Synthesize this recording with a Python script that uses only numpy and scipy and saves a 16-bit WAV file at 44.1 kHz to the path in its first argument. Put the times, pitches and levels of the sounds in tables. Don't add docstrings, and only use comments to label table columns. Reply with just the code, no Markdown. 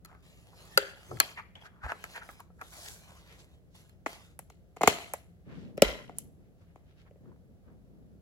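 import sys
import numpy as np
from scipy import signal
from scipy.fft import rfft, irfft, next_fast_len
from scipy.io import wavfile
from scipy.ndimage import uniform_filter1d, map_coordinates

SR = 44100
rng = np.random.default_rng(int(sys.argv[2]) if len(sys.argv) > 2 else 0)


def unload_wav(signal):
    wavfile.write(
        sys.argv[1],
        SR,
        np.round(np.clip(np.atleast_2d(signal).T, -1, 1) * 32767).astype(np.int16),
    )


N = 362061

# start_s, level_db (over 10 ms), hardness_db, right_port_lag_ms
TRAY_CLICKS = [(0.0485, -49.5, 11, 0.21), (0.057, -56, 11.5, 0.0021), (0.114, -57.5, -23, -0.085),
               (0.127, -56.5, -28, 0), (0.148, -56, -17, 0.17), (1.113, -38.5, -68, 0.24),
               (1.17, -47, -6, 0.18), (1.2007, -15, 13, -0.22), (1.207, -30, -24, 0.3),
               (1.863, -40, -21, 0.17), (2.502, -61, -60, 0.0092), (2.619, -45, -18, 0.16),
               (3.894, -63.5, 12, -0.22)]
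HUB_SNAP = [(0.7747, -12, -1, 0.12)]
DISC_PINGS = [(1.553, -48.5, 3, 0.21), (1.613, -58, -2, 0.2), (1.621, -55, -11, 0.19)]
RIM_FLICKS = [(1.919, -31, -14, 0.083), (2.04, -37.5, 3, 0.15), (2.16, -48, 4, 0.1),
              (2.178, -47.5, -25, 0.11), (2.2895, -45.5, -15, 0.0027), (2.403, -56.5, 35, 0.022),
              (2.6135, -43, -1, 0.12)]
LID_FALL = [(4.0603, -29.5, -6, 0.17), (4.0638, -31, -4.5, 0.0058)]
FILM_TICKS = [(4.391, -43, 0.5, 0.036), (5.1362, -32, -4, -0.15), (6.1848, -35, 25, -0.198)]
LID_CLICKS = [(4.5, -53, -0.5, 0.15), (4.7635, -52.5, -10, 0.012), (4.7675, -46, -9, 0.08),
              (4.809, -28, -26.5, 0.031), (4.815, -28.5, -9, 0.08), (4.833, -19, -10.5, 0.033),
              (4.8742, -11.5, -5, 0.06), (4.8768, -25.5, 12, 0.071), (6.0935, -43.5, -22, 0.073),
              (6.7575, -52.5, -18, 0.18)]
EDGE_CLICKS = [(5.7715, -54, -12, 0.059), (5.7768, -33.5, -17, -0.067), (5.82, -10, -9.5, 0.043),
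               (5.8213, -21.5, 5.5, 0.04), (7.109, -55.5, -26.5, -0.072), (7.157, -59, -34.5, 0.044)]

# pitch_hz, level_db, t60_s
TRAY_MODES = [(257.8, -24, 0.02895), (427.4, -13.5, 0.029), (750, -13.5, 0.038), (976, -8.5, 0.0057),
              (1144, -4.5, 0.02), (1315, 0, 0.036), (1690, 5.5, 0.011), (2047, 3, 0.0096),
              (2550, -6.5, 0.013), (3000, -3, 0.0048), (4270, -2, 0.026), (4860, -5.5, 0.013),
              (6382, -9.5, 0.0097), (6770, -5, 0.009), (8244, -10, 0.0037), (11200, 8.5, 0.0017),
              (12530, 2.5, 0.0039)]
HUB_MODES = [(413, -13.5, 0.055), (544.3, -4, 0.035), (807, -16, 0.024), (1400, 8, 0.015),
             (1650, -7, 0.016), (2020, -11.5, 0.026), (2730, -6, 0.011), (3300, -8.5, 0.0049),
             (4048, -8, 0.013), (4650, -2.5, 0.015), (6227, -9.5, 0.0029), (8250, -10.5, 0.013),
             (10385, -12, 0.013), (12000, -12.5, 0.008)]
DISC_MODES = [(900, -18, 0.0201), (1800, -7, 0.012), (3010, 1, 0.022), (3300, 2, 0.033), (3430, -3, 0.02),
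              (4680, -12, 0.012)]
# pitch_hz, level_db, t60_s
FILM_MODES = [(558, -6, 0.025), (774, -1, 0.014), (1080, -23, 0.0032), (1900, -40, 0.0023),
              (2870, -20, 0.0071), (7480, -0.5, 0.005), (10460, 3, 0.0055), (11520, 7.5, 0.0018)]
LID_MODES = [(222, -4, 0.015), (308.7, -8, 0.021), (446, -8, 0.033), (720, 0, .018), (1101, 3, 0.0089),
             (1373, -1, 0.011), (1680, -15, 0.023), (2095, -6.5, 0.016), (2495, -14.5, 0.02),
             (2830, -8, 0.008), (3860, -13, 0.0054), (4630, -15.5, 0.0059), (7000, 0.5, 0.0042),
             (8500, -9, 0.003), (11300, -4.5, 0.0017)]
EDGE_MODES = [(222, -6.5, 0.027), (296, -13, 0.034), (420, -2.5, 0.027), (567, -0.5, 0.03),
              (740, -21.5, 0.024), (1000, -18, 0.0041), (1355, -14.5, 0.032), (1603, -17, 0.011),
              (1970, -13, 0.016), (2400, -10, 0.009), (2900, -6, 0.01), (3600, -20, 0.0044),
              (5370, -4.5, 0.0075), (7034, -9.5, 0.006), (11500, -7, 0.0025)]

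# pitch_hz, width_hz, level_db
TRAY_LINGER = [(1100, 90, -0.5), (1661.5, 120, 6), (2450, 140, 3), (3213, 160, 1.5), (4740, 220, 1)]
HUB_LINGER = [(387.2, 45, 6), (539.6, 43, 2), (1450, 110, -4), (1680, 240, 9), (3257, 260, 3),
              (4720, 400, -4), (7100, 300, 0.5)]
DISC_LINGER = [(3400, 250, 0.85)]
LID_LINGER = [(416, 35, 1), (680, 54, 4.5), (1254, 45, -1), (2050, 90, -4), (3100, 83, -2.5),
              (4200, 290, -1.5)]
EDGE_LINGER = [(590.6, 80, -0.5), (1020, 57, 1.5), (1415, 74, 0), (2000, 160, 2.5), (3150, 120, 2.5),
               (3940, 60, 5)]

RANGE_EDGES_HZ = [130, 900, 2400, 6500]
HARDNESS_SHARE = [0, 0.4, 1, 1.2]
# pitch_hz, level_db
CRACK_COLOUR = [(150, -17.5), (400, -3), (900, 4.5), (12000, -5), (16000, -7.5)]

# centre_s, half_length_s, level_db, pitch_hz
SCUFFS = [(0.122, 0.042, -62, 1260), (0.536, 0.008, -60, 651), (1.386, 0.011, -41, 2020),
          (1.394, 0.0095, -43.5, 1120), (1.661, 0.013, -51, 1400), (1.765, 0.037, -68, 1190),
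          (1.823, 0.01, -59.5, 1466), (1.849, 0.012, -39, 1290), (1.903, 0.013, -36, 1400),
          (2.056, 0.0069, -52, 1460), (2.167, 0.012, -40, 1670), (2.225, 0.0093, -46.5, 1420),
          (2.299, 0.005, -48, 1290), (2.404, 0.005, -46, 900), (2.617, 0.004, -41.5, 1300),
          (2.599, 0.0091, -59.5, 1350), (3.107, 0.021, -60.5, 617), (3.317, 0.035, -64, 2000),
          (3.39, 0.025, -73, 1100), (7.258, 0.0018, -61, 900), (7.28, .002, -63.5, 1000),
          (7.319, 0.0018, -63, 800), (7.328, 0.0013, -62.5, 950), (7.362, 0.002, -64, 560)]
THUDS = [(0.772, 0.0069, -46, 151), (1.148, 0.033, -44, 108), (1.14, 0.023, -45.5, 376),
         (1.858, 0.013, -37.5, 66), (2.541, 0.058, -58.5, 66), (2.926, 0.024, -55.5, 87),
         (4.88, 0.01, -37, 89.2), (5.888, 0.031, -36.5, 45.8)]
BRUSHES = [(3.32, 0.036, -61, 3000), (3.404, 0.014, -59.5, 4770), (6.195, 0.024, -67.5, 7000),
           (5.601, 0.068, -69, 3780), (6.623, 0.018, -72, 1400), (1.66, 0.011, -61, 4530),
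           (2.308, 0.033, -63.5, 12000), (2.846, 0.11, -54, 8500), (2.862, 0.004, -48.5, 5540),
           (2.885, 0.0032, -44, 5560), (2.907, 0.04, -53, 7650), (3.778, 0.033, -67, 5200),
           (5.532, 0.038, -58.5, 1900), (5.613, 0.065, -65, 2450), (6.45, 0.03, -81, 2200),
           (6.619, 0.029, -79.5, 4530), (6.693, 0.033, -77, 2300), (6.904, 0.03, -72.5, 2800),
           (7.004, 0.027, -68, 3000), (7.074, 0.012, -64.5, 1570), (7.291, 0.039, -76, 1502),
           (7.696, 0.034, -69, 1190)]

# start_s, length_s, level_db, change_db
SLIDES = [(0.07, 0.15, -73.5, -9), (0.22, 0.55, -65, -2.5), (0.55, 0.37, -61, 1.5), (0.95, 0.36, -63, 8),
          (1.6, 0.064, -69.5, 0), (1.84, 0.34, -68, 13.5), (2.22, 0.19, -59.5, -6.5),
          (2.62, 0.13, -60, -11.5), (2.715, 0.17, -53.5, 2), (2.9, 0.313, -64.5, 3),
          (3.22, 0.21, -64.5, -0.5), (3.43, 0.12, -74, 1), (3.74, 0.19, -58.5, -17.5),
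          (4.085, 0.24, -50.5, -23.5), (5.0, 0.2, -54, -15.5)]
# start_s, length_s, level_db, change_db
HAND_MOVES = [(5.46, 0.45, -48, -11), (5.95, 0.31, -62, 7), (6.37, 0.11, -62, -2.5), (7.2, 0.091, -62.5, 9),
              (7.37, 0.25, -62, -8.5), (7.66, 0.092, -54, -3), (7.83, 0.34, -61.5, 0)]
# pitch_hz, level_db (per Hz)
SLIDE_COLOUR = [(150, -20.5), (350, 1.5), (700, 2.5), (1500, -2), (2200, -0.5), (3400, -1), (5500, -7),
                (8000, -8), (11500, -12.5), (13500, -19), (16000, -17.5)]
# pitch_hz, level_db (per Hz)
RUSTLE_COLOUR = [(60, -12.5), (120, 4), (220, 4.5), (350, -8.5), (480, -8), (700, -19.5), (1400, -36.5),
                 (3000, -47), (12000, -60.5)]
# pitch_hz, level_db (per Hz)
AMBIENCE_COLOUR = [(12, -56.5), (20, -28), (48, -2), (110, -2), (190, -10), (290, -16.5), (450, -18.5),
                   (700, -23), (950, -36), (1400, -36), (2500, -41), (8000, -48.5), (16000, -49.5)]

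# pitch_hz, likeness (-1 to 1)
ALIKE = [(30, -0.66), (60, 1), (110, 0.058), (200, -0.25), (380, 0.8), (700, 0.49), (1300, 0.14),
         (2400, -0.54), (4400, 0.074), (8000, -0.22), (15000, 0.5)]
# pitch_hz, t60_s
ROOM_T60 = [(150, .55), (400, 0.45), (1000, 0.49), (2800, .5), (7000, 0.45), (11000, 0.48), (15000, 0.38)]
# pitch_hz, level_db
ROOM_COLOUR = [(100, 5), (300, -3), (550, -2), (1100, -3.5), (2100, 2), (3200, 3.5), (7000, -3.5),
               (11000, -7.5), (16000, -10)]
# pitch_hz, level_db
TREBLE_COLOUR = [(5000, 0), (8000, 2), (9100, -5), (10300, 3.5), (12200, 3), (13700, -4.5), (15500, -0.5)]

TOP_HZ = 16500
HAND_LAG_MS = 0.17


def amp(db):
    return 10 ** (np.asarray(db) / 20)


def unit(x):
    return x / np.sqrt(np.mean(x ** 2) + 1e-20)


def along(points, hz):
    f, v = np.transpose(points)
    return np.interp(np.log(hz + 1), np.log(f + 1), v)


def wobble(rate):
    knots = rng.standard_normal(int(N * rate / SR) + 4)
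    return map_coordinates(knots, [np.arange(N) * rate / SR])


def filtered(x, response):
    n = x.shape[-1]
    m = next_fast_len(n + 4096)
    return irfft(rfft(x, m) * response(np.fft.rfftfreq(m, 1 / SR)), m)[..., :n]


def resonance(hz, centre, width):
    return 1j * hz * width / (centre ** 2 - hz ** 2 + 1j * hz * width)


def ports(hz, lag_ms):
    return np.exp(1j * np.pi * hz * lag_ms / 1000 * np.array([[1], [-1]]))


def add(track, s, sound):
    start = max(round(s * SR), 0)
    part = track[:, start:start + sound.shape[1]]
    part += sound[:, :part.shape[1]]


def diffuse(pair, colour):
    def spread(hz):
        turn = np.arccos(np.clip(along(ALIKE, hz), -1, 1)) / 2
        return amp(along(colour, hz)) * [np.cos(turn), np.sin(turn)]
    mid, side = filtered(pair, spread)
    return unit(np.array([mid + side, mid - side]))


def smooth(field, across_hz, across_time):
    return uniform_filter1d(uniform_filter1d(field, size=across_hz, axis=0), size=across_time, axis=1)


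def patchy(depth_db, ridge_db):
    z = signal.stft(rng.standard_normal((2, N)), nperseg=512)[2]
    patches = unit(smooth(rng.standard_normal(z.shape[1:]), 9, 12))
    ridges = unit(smooth(rng.standard_normal(z.shape[1:]), 3, 18))
    shaped = z * amp(depth_db * patches + ridge_db * ridges)
    return unit(signal.istft(shaped, nperseg=512)[1][:, :N])


def swell(half):
    return np.exp(-np.linspace(-3, 3, int(6 * half * SR)) ** 2 / 2)


def strokes(rows, attack_s, release_t60):
    gain = np.zeros(N)
    for start, length, db, change_db in rows:
        t = np.maximum(np.arange(N) / SR - start, 0)
        hold_db = db + change_db * np.minimum(t / length, 1)
        release_db = -60 * np.maximum(t - length, 0) / release_t60
        gain = np.hypot(gain, np.minimum(t / attack_s, 1) * amp(hold_db + release_db))
    return gain


def walls(early_db, early_t60):
    hz, t, z = signal.stft(rng.standard_normal((2, SR * 3 // 5)), SR, nperseg=256)
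    late = amp(-60 * t / along(ROOM_T60, hz)[:, None])
    fade = late + amp(early_db - 60 * t / early_t60)
    grain = amp(3.5 * unit(uniform_filter1d(rng.standard_normal(fade.shape), size=10, axis=0)))
    tail = diffuse(signal.istft(z * fade * grain, SR, nperseg=256)[1], ROOM_COLOUR)
    return tail / np.linalg.norm(tail[0])


def strike(modes, crack_db, crack_t60, spike_db, build_cycles, apart_hz):
    t = np.arange(SR // 12) / SR
    hz, db, t60 = np.transpose(modes)[:, :, None]
    phase = np.pi * np.arange(len(hz))[:, None] + 0.35 * rng.standard_normal(hz.shape)
    phase = phase + np.minimum(hz / apart_hz, 1.5) * rng.standard_normal((2, *hz.shape))
    decay = amp(db + rng.normal(0, 0.23, hz.shape) - 60 * t / t60)
    build = 1 - np.exp(-t * hz / build_cycles)
    ring = (decay * build * np.sin(2 * np.pi * hz * t + phase)).sum(1)
    burst = rng.standard_normal((2, len(t))) * amp(-60 * t / crack_t60) * (1 - np.exp(-t / 0.0012))
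    crack = amp(crack_db) * diffuse(burst, CRACK_COLOUR)
    spike = amp(spike_db) * unit(t == 0)
    return unit(ring) + crack + spike


def radiated(modes, linger, floor_db):
    hz = np.fft.rfftfreq(SR // 12, 1 / SR)
    power = 0
    for centre, db, t60 in modes:
        width = np.log(1000) / np.pi / t60
        power = power + np.abs(amp(db) * t60 * resonance(hz, centre, width)) ** 2
    floor = amp(floor_db) * unit(amp(along(CRACK_COLOUR, hz)))
    gain = np.hypot(unit(np.sqrt(power)), floor)
    blow = np.roll(irfft(gain), SR // 500)[:SR // 20]
    return filtered(blow, lambda f: 1 + sum(amp(db) * resonance(f, centre, width)
                                            for centre, width, db in linger))


def balanced(blow, ranges_db):
    edges = RANGE_EDGES_HZ + [TOP_HZ]
    gains = amp(ranges_db) / np.linalg.norm(amp(ranges_db))
    mix = 0
    for gain, pair in zip(gains, zip(edges, edges[1:])):
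        band = signal.butter(3, pair, "band", fs=SR, output="sos")
        mix = mix + gain * unit(signal.sosfilt(band, blow))
    return mix * np.sqrt(.01 * SR / blow.shape[-1])


def contacts(rows, modes, linger, near_db, far_db, floor_db, bend_ms, wet_db, early_db, early_t60,
             **touch):
    track, outward = np.zeros((2, N)), radiated(modes, linger, floor_db)

    def bend(hz):
        return np.exp(-4j * np.pi * bend_ms * np.sqrt(hz / 1000))

    for s, db, hardness_db, lag_ms in rows:
        tilt_db = hardness_db * np.array(HARDNESS_SHARE)
        click = balanced(strike(modes, **touch), near_db + tilt_db)
        add(track, s, amp(db) * filtered(click, lambda hz: bend(hz) * ports(hz, lag_ms)))
        far_blow = balanced(outward, far_db + tilt_db)
        answer = signal.fftconvolve(far_blow[None], walls(early_db, early_t60), axes=1)
        add(track, s, amp(db + wet_db) * answer)
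    return track


def ambience():
    rumble = diffuse(rng.standard_normal((2, N)), AMBIENCE_COLOUR)
    drone = unit(filtered(rng.standard_normal(N), lambda hz: resonance(hz, 171.0, 34) ** 2))
    return amp(-58.5) * rumble + amp(-66.5) * drone


def tray_clicks():
    return contacts(TRAY_CLICKS, TRAY_MODES, TRAY_LINGER,
                    near_db=[1, 9, 1.0, -2.5], far_db=[12.5, 7.5, -0.5, -4.5],
                    floor_db=-5.5, bend_ms=0.44, wet_db=-14.5, early_db=6.0, early_t60=0.12,
                    crack_db=-5.0, crack_t60=0.0091, spike_db=-12.0, build_cycles=5.7, apart_hz=3000)


def sliding():
    catches_per_s, catch_db, wet_db = 70, 15, -1.5
    grains = patchy(depth_db=2.5, ridge_db=4.5) * amp(2 * wobble(320))
    catches = (rng.random(N) < catches_per_s / SR) * rng.laplace(size=N)
    direct = unit(filtered(grains[0] + amp(catch_db) * catches,
                           lambda hz: amp(along(SLIDE_COLOUR, hz)) * ports(hz, HAND_LAG_MS)))
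    reflected = diffuse(patchy(depth_db=2.0, ridge_db=4.0), SLIDE_COLOUR)
    level = strokes(SLIDES, attack_s=0.0147, release_t60=0.196) * amp(2.0 + wobble(44))
    return level * unit(direct + amp(wet_db) * reflected)


def scuffs():
    slips_per_s, width_hz, broad_db, grit_db, wet_db = 2600, 420, -7.0, -30.5, -12.0
    track = np.zeros((2, N))

    def broad(hz):
        return amp(broad_db) * resonance(hz, 930, 550) ** 2 + amp(grit_db) * resonance(hz, 3000, 2000)

    for s, half, db, pitch in SCUFFS:
        def body(hz):
            pitched = resonance(hz, pitch, width_hz) * resonance(hz, pitch, 1000)
            return (pitched + broad(hz)) * ports(hz, HAND_LAG_MS)
        stroke = swell(half)
        slips = (rng.random(len(stroke)) < slips_per_s / SR) * rng.uniform(-2.6, 1, len(stroke))
        pair = unit(slips) + .45 * rng.standard_normal((2, len(stroke)))
        add(track, s - len(stroke) / SR / 2, amp(db) * stroke * unit(filtered(pair, body)))
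    answer = signal.fftconvolve(track, walls(early_db=2.5, early_t60=0.089), axes=1)[:, :N]
    return track + amp(wet_db) * answer


def thuds():
    width_share, side_db = 0.51, -7.0
    track = np.zeros((2, N))
    for s, half, db, pitch in THUDS:
        stroke = swell(half)
        noise = rng.standard_normal((2, len(stroke)))
        mid, side = filtered(noise, lambda hz: resonance(hz, pitch, width_share * pitch) ** 2)
        push = unit(stroke * (mid + amp(side_db) * np.array([side, -side])))
        push = push * np.sqrt(np.mean(stroke ** 2))
        add(track, s - len(stroke) / SR / 2, amp(db) * push)
    return track


def hub_snap():
    return contacts(HUB_SNAP, HUB_MODES, HUB_LINGER,
                    near_db=[-1.5, 5.0, 3.0, -4.0], far_db=[2, 7.0, 0, -4.0],
                    floor_db=-8.0, bend_ms=0.045, wet_db=-14.5, early_db=2.5, early_t60=0.056,
                    crack_db=-13.5, crack_t60=0.028, spike_db=-22.5, build_cycles=3.7, apart_hz=2580)


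def disc_pings():
    return contacts(DISC_PINGS, DISC_MODES, DISC_LINGER,
                    near_db=[-8, 0, 3, -22], far_db=[0, -1, -10, -18],
                    floor_db=8, bend_ms=0.18, wet_db=-3, early_db=-11, early_t60=0.069,
                    crack_db=-14, crack_t60=0.012, spike_db=-22.5, build_cycles=4.4, apart_hz=3980)


def brushes():
    quality, grain_db = 0.73, 2.5
    track = np.zeros((2, N))
    for s, half, db, pitch in BRUSHES:
        stroke = swell(half)
        grain = unit(uniform_filter1d(rng.standard_normal(len(stroke)), 60))
        noise = rng.standard_normal((2, len(stroke))) * amp(grain_db * grain)
        hiss = filtered(noise, lambda hz: resonance(hz, pitch, pitch / quality) ** 2)
        brush = diffuse(hiss, [(300, 21.0), (15000, -10.0)])
        add(track, s - len(stroke) / SR / 2, amp(db) * stroke * brush)
    return track


def rim_flicks():
    return contacts(RIM_FLICKS, TRAY_MODES, TRAY_LINGER,
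                    near_db=[7.4, 17.8, 5, 2], far_db=[10.0, 3.0, -6, 0],
                    floor_db=-9, bend_ms=0.116, wet_db=-9.5, early_db=15.5, early_t60=0.086,
                    crack_db=2, crack_t60=0.0058, spike_db=-3.5, build_cycles=0.86, apart_hz=4020)


def lid_fall():
    return contacts(LID_FALL, LID_MODES, LID_LINGER,
                    near_db=[5, 8, -7.0, -19], far_db=[-6.0, -2, -4.0, 0.5],
                    floor_db=6, bend_ms=0.86, wet_db=-14.0, early_db=0, early_t60=0.11,
                    crack_db=0.5, crack_t60=0.0084, spike_db=-11, build_cycles=1.0, apart_hz=3500)


def film_ticks():
    return contacts(FILM_TICKS, FILM_MODES, LID_LINGER,
                    near_db=[4.0, 4.5, -5.0, 8], far_db=[-4, -5.0, -8.0, 1.5],
                    floor_db=1.5, bend_ms=1.0, wet_db=-14.0, early_db=7.5, early_t60=0.19,
                    crack_db=-8.5, crack_t60=0.033, spike_db=-6.0, build_cycles=0.12, apart_hz=5900)


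def upper_latch():
    return contacts(LID_CLICKS, LID_MODES, LID_LINGER,
                    near_db=[0.5, 1.5, -3.5, -5.5], far_db=[-.5, -0.099, 1.0, 1],
                    floor_db=-2.5, bend_ms=0.7, wet_db=-10, early_db=2.0, early_t60=0.11,
                    crack_db=-7.0, crack_t60=0.022, spike_db=-15.5, build_cycles=0.56, apart_hz=3950)


def hand_rustle():
    level = strokes(HAND_MOVES, attack_s=0.012, release_t60=0.36) * amp(2.0 + 2.5 * wobble(12))
    return level * diffuse(rng.standard_normal((2, N)), RUSTLE_COLOUR)


def lower_latch():
    return contacts(EDGE_CLICKS, EDGE_MODES, EDGE_LINGER,
                    near_db=[1, -7, -0.5, -0.5], far_db=[-3, -1.5, 0.0, -3.5],
                    floor_db=-0.5, bend_ms=0.88, wet_db=-12, early_db=4.5, early_t60=0.051,
                    crack_db=-11.0, crack_t60=0.0058, spike_db=-11, build_cycles=0.4, apart_hz=4000)


def scene():
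    opening = tray_clicks() + scuffs() + thuds() + hub_snap() + disc_pings() + rim_flicks()
    closing = lid_fall() + film_ticks() + upper_latch() + hand_rustle() + lower_latch()
    lean_left = amp([[.7], [-.7]])
    friction = sliding() + brushes()
    return (opening + closing) * lean_left + friction + ambience()


def record(dry):
    heard = filtered(dry, lambda hz: amp(along(TREBLE_COLOUR, hz)))
    rounded = heard / (1 + np.abs(heard / .9) ** 6) ** (1 / 6)
    return filtered(rounded, lambda hz: 1 / (1 + (hz / TOP_HZ) ** 120))


dry = scene()
out = record(dry)
unload_wav(out)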